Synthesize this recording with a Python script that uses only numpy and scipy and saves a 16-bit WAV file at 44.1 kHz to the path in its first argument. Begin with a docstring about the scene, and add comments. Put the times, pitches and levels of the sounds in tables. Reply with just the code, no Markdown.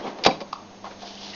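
"""The stamp of a carton printer slams onto its jig, the impact exciting the modes of linkage and frame.
Before the blow the head rumbles along its guide by friction; after it come lighter knocks and a few
hollow pops of damped resonances. The carton is shuffled and slid away over the metal plate, and rubbing
parts squeak briefly. A machine hums throughout, the walls of the small workshop reverberate,
and the close microphone overloads on the blow."""
import sys
import numpy as np
from scipy import signal
from scipy.fft import rfft, irfft, next_fast_len
from scipy.io import wavfile
from scipy.ndimage import map_coordinates

SR = 44100
rng = np.random.default_rng(int(sys.argv[2]) if len(sys.argv) > 2 else 0)


def unload_audio(sound):
    """Save the sound as a 16-bit wav file, at the path given as the first command line argument."""
    columns = np.transpose(np.atleast_2d(sound))
    # keep every value between -1 and 1, then stretch to whole-number steps
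    steps = np.round(np.clip(columns, -1, 1) * 32767)
    wavfile.write(sys.argv[1], SR, steps.astype(np.int16))


N = 59535
T = np.arange(N) / SR


def amp(db):
    """Amplitude ratio of a level in decibels."""
    return 10 ** (np.asarray(db) / 20)


def unit(x):
    """Normalisation to an rms of 1."""
    return x / np.sqrt(np.mean(x ** 2) + 1e-20)


def along(points, hz):
    """Interpolation of (Hz, value) points on a logarithmic frequency axis."""
    knots_hz, values = np.transpose(points)
    return np.interp(np.log(hz + 1), np.log(knots_hz + 1), values)


def level(rows):
    """Gain envelope, linear in decibels between (s, dB) points."""
    return amp(np.interp(T, *np.transpose(rows)))


def wobble(knots_per_s):
    """Smooth random modulation: a spline through Gaussian values."""
    return map_coordinates(rng.standard_normal(512), [T * knots_per_s + 1], mode="wrap")


def filtered(x, response):
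    """Linear filtering: the spectrum is multiplied by a frequency response."""
    size = next_fast_len(N + SR // 2)
    return irfft(rfft(x, size) * response(np.fft.rfftfreq(size, 1 / SR)), size)[:N]


def highpass(x, hz, order):
    """Small parts radiate bass poorly."""
    return signal.sosfilt(signal.butter(order, hz, "high", fs=SR, output="sos"), x)


def lowpass(x, hz, order):
    """Soft contacts excite little treble."""
    return signal.sosfilt(signal.butter(order, hz, fs=SR, output="sos"), x)


def noise(spectrum):
    """Spectral shaping of white noise, at an rms of 1."""
    return unit(filtered(rng.standard_normal(N), lambda hz: amp(along(spectrum, hz))))


def friction(spectrum, slips_per_s=2700, slip_db=-7):
    """Friction noise: tiny random slips over a smooth rub, coloured by the body."""
    slips = (rng.random(N) < slips_per_s / SR) * rng.standard_normal(N) * rng.exponential(size=N)
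    force = amp(slip_db) * unit(slips) + rng.standard_normal(N)
    return unit(filtered(force, lambda hz: amp(along(spectrum, hz))))


def fade(start, t60, rise_s=0.00066):
    """Damping after an impact: a quick rise, and an exponential decay of 60 dB in t60 seconds."""
    age = np.maximum(T - start, 0)
    return (1 - np.exp(-age / rise_s)) * np.exp(-np.log(1000) * age / t60)


def ring(modes, start, scatter_db=1.5, build_cycles=0.94):
    """Modal superposition: each strike weights the modes anew, and low ones build up more slowly."""
    gains = np.array([amp(db + scatter_db * rng.standard_normal()) for _, db, _ in modes])
    gains = gains / np.linalg.norm(gains) * np.sqrt(2)
    return sum(gain * fade(start, t60, build_cycles / hz) * np.sin(2 * np.pi * (hz * T + rng.random()))
               for gain, (hz, _, t60) in zip(gains, modes))


# Envelope of the head's travel. Each row: time in seconds, level in dB.
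TRAVEL_LEVELS = [(0, -33.5), (.026, -38), (.04, -33.5), (.075, -30.5), (.15, -40.5), (.23, -40.5),
                 (.25, -35), (.28, -100)]
# Spectrum of its rumble. Each row: frequency in Hz, relative level in dB.
RUMBLE_SPECTRUM = [(50, -33), (120, -21), (200, -3.5), (400, 2), (680, -0.5), (1080, -5), (1350, -13.5),
                   (2200, -17), (3400, -19), (5500, -25), (7200, -40.5)]
def head_travel(rough_db=0.5):
    """Sliding friction makes the head rumble in its guide before the blow."""
    return level(TRAVEL_LEVELS) * amp(rough_db * wobble(81)) * friction(RUMBLE_SPECTRUM)


# Tones of the machine. Each row: frequency in Hz, rms level in dB at reference_s.
HUM_TONES = [(100, -66), (200, -51.5), (6433, -65)]
def machine_hum(waver_db=1.5, drift_rad=0.4, swell_db_per_s=4, reference_s=0.76):
    """Slight amplitude and phase modulation make a slowly swelling hum unsteady."""
    hum = np.zeros(N)
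    for hz, db in HUM_TONES:
        gain = amp(db + waver_db * wobble(9.4))
        hum += gain * np.sin(2 * np.pi * hz * T + drift_rad * wobble(7))
    return np.sqrt(2) * amp(swell_db_per_s * (T - reference_s)) * hum


# Spectrum of the workshop's air noise. Each row: frequency in Hz, relative level in dB.
AIR_SPECTRUM = [(25, -6), (60, -21), (100, -6.5), (125, -11), (155, -9), (200, -5.5), (300, -3.5),
                (380, -8), (440, -6), (560, -9), (690, -3.5), (1000, -11.5), (1400, -17.5), (2500, -20),
                (5000, -26), (6400, -22.5), (7200, -40.5)]
def air(db=-47):
    """Stationary broadband noise forms the background."""
    return amp(db) * noise(AIR_SPECTRUM)


# Squeaks of rubbing parts. Each row: centre in seconds, level in dB, pitch in Hz, length in seconds.
SQUEAK_EVENTS = [(0.039, -43, 3250, 0.023), (0.071, -43, 2200, 0.014), (0.312, -27, 2355, 0.0071),
                 (1.177, -39.5, 3050, 0.011), (1.337, -36, 2750, 0.0065), (1.342, -39.5, 2017, 0.019)]
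def squeaks(waver_rad=1):
    """Stick-slip oscillation: a rubbing edge catches and sings for an instant."""
    out = np.zeros(N)
    for centre, db, hz, length in SQUEAK_EVENTS:
        envelope = np.exp(-(2 * (T - centre) / length) ** 2)
        out += amp(db) * envelope * np.sin(2 * np.pi * hz * T + waver_rad * wobble(350))
    return out


# Spectrum of clattering steel. Each row: frequency in Hz, relative level in dB.
CLATTER_SPECTRUM = [(300, -16), (1200, -1), (2000, 1.5), (3600, 1.5), (5000, 2), (5900, -9), (6700, -12.5),
                    (7200, -30.5)]
# Modes of the linkage. Each row: frequency in Hz, relative level in dB, t60 in seconds.
STEEL_MODES = [(2357, 1, 0.055), (2810, -11.5, 0.07), (3100, -17, 0.19), (3530, -2, 0.091),
               (3858, -1, 0.081), (4240, -12, .13), (4615, 0, 0.062), (4700, -4.5, .14), (5100, -4, 0.05)]
def steel_clatter(start, ring_db=-11):
    """Impact excitation of the linkage: a bright noise burst over its high, ringing modes."""
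    return noise(CLATTER_SPECTRUM) * fade(start, t60=0.037) + amp(ring_db) * ring(STEEL_MODES, start)


# Spectrum of a knock on the frame. Each row: frequency in Hz, relative level in dB.
KNOCK_SPECTRUM = [(30, -31.5), (110, -30), (190, -8), (290, 0.5), (420, -5), (770, -1), (1020, -2.5),
                  (1300, -18.5), (2500, -18.5), (6000, -44.5)]
# Modes of the frame. Each row: frequency in Hz, relative level in dB, t60 in seconds.
FRAME_MODES = [(161, -14.5, 0.35), (208, -1, 0.13), (248, -10, .16), (307.7, -9, .2), (361.7, -8.5, 0.15),
               (429, -13, 0.3), (528.8, -6.5, 0.22), (675, -11, 0.29), (737.7, 0.5, 0.1),
               (777.4, 0.5, 0.11), (901, -13.5, 0.11), (1005, -7.5, 0.13), (1090, -17, 0.22)]
def frame_knock(start, burst_t60, ring_db=-1):
    """Free vibration of the frame: its low modes ring on after a dull noise burst."""
    return noise(KNOCK_SPECTRUM) * fade(start, burst_t60) + amp(ring_db) * ring(FRAME_MODES, start)


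# Contacts of the head. Each row: start in seconds, clatter level in dB, its low cutoff in Hz,
# knock level in dB, its low cutoff in Hz, t60 of the knock's noise burst in seconds.
HEAD_CONTACTS = [(.186, -42.5, 900, -34, 299, .07), (0.2374, -15, 2550, -42, 600, .03),
                 (0.2485, -12, 910, -20.5, 580, 0.048), (0.2595, -13, 700, -20.5, 514, 0.024),
                 (0.2643, -9.5, 800, -9.5, 29.8, 0.068), (0.2872, -51, 900, -19, 122, 0.044),
                 (0.3105, -33, 1800, -26.5, 148.4, .09), (0.332, -42, 1500, -39.5, 150.4, .07),
                 (.404, -34.5, 1500, -34.5, 100, 0.067), (0.412, -33, 1200, -33, 100, .05)]
def head_contacts():
    """Superposition: each contact excites both the steel linkage and the frame."""
    out = np.zeros(N)
    for start, steel_db, steel_low_hz, frame_db, frame_low_hz, t60 in HEAD_CONTACTS:
        out += amp(steel_db) * highpass(steel_clatter(start), steel_low_hz, order=4)
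        out += amp(frame_db) * highpass(frame_knock(start, t60), frame_low_hz, order=3)
    return out


def stamp(start=0.2629, db=7, hz=553):
    """A heavily damped oscillation: the stamp gives the jig one hard push."""
    push = fade(start, t60=0.0087, rise_s=0.00032) * np.sin(2 * np.pi * hz * (T - start))
    return amp(db) * highpass(push, hz=300, order=2)


# Spectrum of a pop's noisy body. Each row: frequency in Hz, relative level in dB.
POP_SPECTRUM = [(200, -33), (500, -3), (750, 2), (1300, -6), (1700, -9), (4000, -36)]
# Pops of the mechanism. Each row: start in seconds, level in dB, pitch in Hz, t60 in seconds,
# tick level in dB.
POP_EVENTS = [(.414, -27, 577.4, 0.099, -63), (.5268, -22, 1190, 0.016, -35),
              (.5290, -11.5, 1120, 0.015, -28), (.8428, -24, 1063, 0.028, -45.5),
              (.8530, -30.5, 1020, 0.016, -40.5), (.8685, -30, 792, 0.025, -44),
              (1.029, -35, 697.4, 0.19, -65)]
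def pops(body_db=-12.5):
    """Damped resonance: each pop is one hollow mode with a noisy body and a tick on top."""
    hollow, ticks = np.zeros((2, N))
    for start, db, hz, t60, tick_db in POP_EVENTS:
        resonance = np.sin(2 * np.pi * hz * (T - start)) + amp(body_db) * noise(POP_SPECTRUM)
        hollow += amp(db) * fade(start, t60, rise_s=0.00064) * resonance
        ticks += amp(tick_db) * noise(CLATTER_SPECTRUM) * fade(start, t60=0.025)
    return lowpass(hollow, hz=1360, order=8) + highpass(ticks, hz=2400, order=3)


# Shuffles of the carton. Each row: start in seconds, level in dB, t60 in seconds.
SHUFFLE_EVENTS = [(0.841, -33, 0.12), (0.857, -35, 0.16), (0.905, -34, 0.15), (1.017, -39, 0.3)]
# Spectrum of a shuffle. Each row: frequency in Hz, relative level in dB.
SHUFFLE_SPECTRUM = [(120, -22), (300, -5), (550, -1), (850, 2.5), (1100, -5), (1500, -9), (2300, -16),
                    (4000, -21), (7200, -36.5)]
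def carton_shuffles():
    """Transient friction: the carton shifts on the jig in dull, decaying bursts."""
    envelope = sum(amp(db) * fade(start, t60, rise_s=0.0046) for start, db, t60 in SHUFFLE_EVENTS)
    return envelope * friction(SHUFFLE_SPECTRUM)


# Envelope of the carton's slide. Each row: time in seconds, level in dB.
SLIDE_LEVELS = [(.82, -58.5), (.87, -53), (.985, -53), (1.025, -44), (1.1, -44), (1.15, -46),
                (1.203, -42.5), (1.214, -38), (1.226, -43), (1.262, -36), (1.315, -43), (1.35, -40)]
# Spectrum of sliding card. Each row: frequency in Hz, relative level in dB.
CARD_SPECTRUM = [(150, -17.5), (300, -5.5), (520, -3.5), (820, -1), (1100, -10.5), (1400, -12),
                 (2300, -10.5), (3200, -3), (4700, -2.5), (5800, -7), (6600, -16.5), (7200, -26.5)]
def carton_slide(rough_db=1.23):
    """Sustained friction: card fibres slipping over steel make an uneven hiss."""
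    return level(SLIDE_LEVELS) * amp(rough_db * wobble(70)) * friction(CARD_SPECTRUM)


# Reverberation time of the workshop. Each row: frequency in Hz, t60 in seconds.
ROOM_T60 = [(150, 0.48), (800, 0.38), (2500, 0.34), (6000, 0.32)]
def room(x, first_wall_s=0.0054):
    """Reverberation: diffuse wall reflections form a noise tail whose treble dies soonest."""
    hz, t, bands = signal.stft(rng.standard_normal(SR // 2), SR, nperseg=256)
    decay = np.exp(-np.log(1000) * t / along(ROOM_T60, hz)[:, None])
    tail = signal.istft(bands * decay, SR, nperseg=256)[1]
    tail *= np.arange(len(tail)) > first_wall_s * SR
    return signal.fftconvolve(x, tail / np.linalg.norm(tail))[:N]


def scene(printer_room_db=-15.5, pop_room_db=-7):
    """Direct sound and the reverberation of impacts, squeaks and pops add at one microphone."""
    printer = head_contacts() + stamp() + squeaks()
    popping = pops()
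    reflections = amp(printer_room_db) * room(printer) + amp(pop_room_db) * room(popping)
    walls = highpass(reflections, hz=170, order=3)
    rubbing = head_travel() + carton_shuffles() + carton_slide()
    return (printer + popping + walls + rubbing + machine_hum() + air())[None]


def record(dry, ceiling=0.71, top_hz=7230):
    """Saturation rounds off the peaks of the blow; a steep band limit then removes the top treble."""
    clipped = dry[0] / (1 + (dry[0] / ceiling) ** 6) ** (1 / 6)
    return filtered(clipped, lambda hz: 1 / np.sqrt(1 + (hz / top_hz) ** 300))[None]


dry = scene()
out = record(dry)
unload_audio(out)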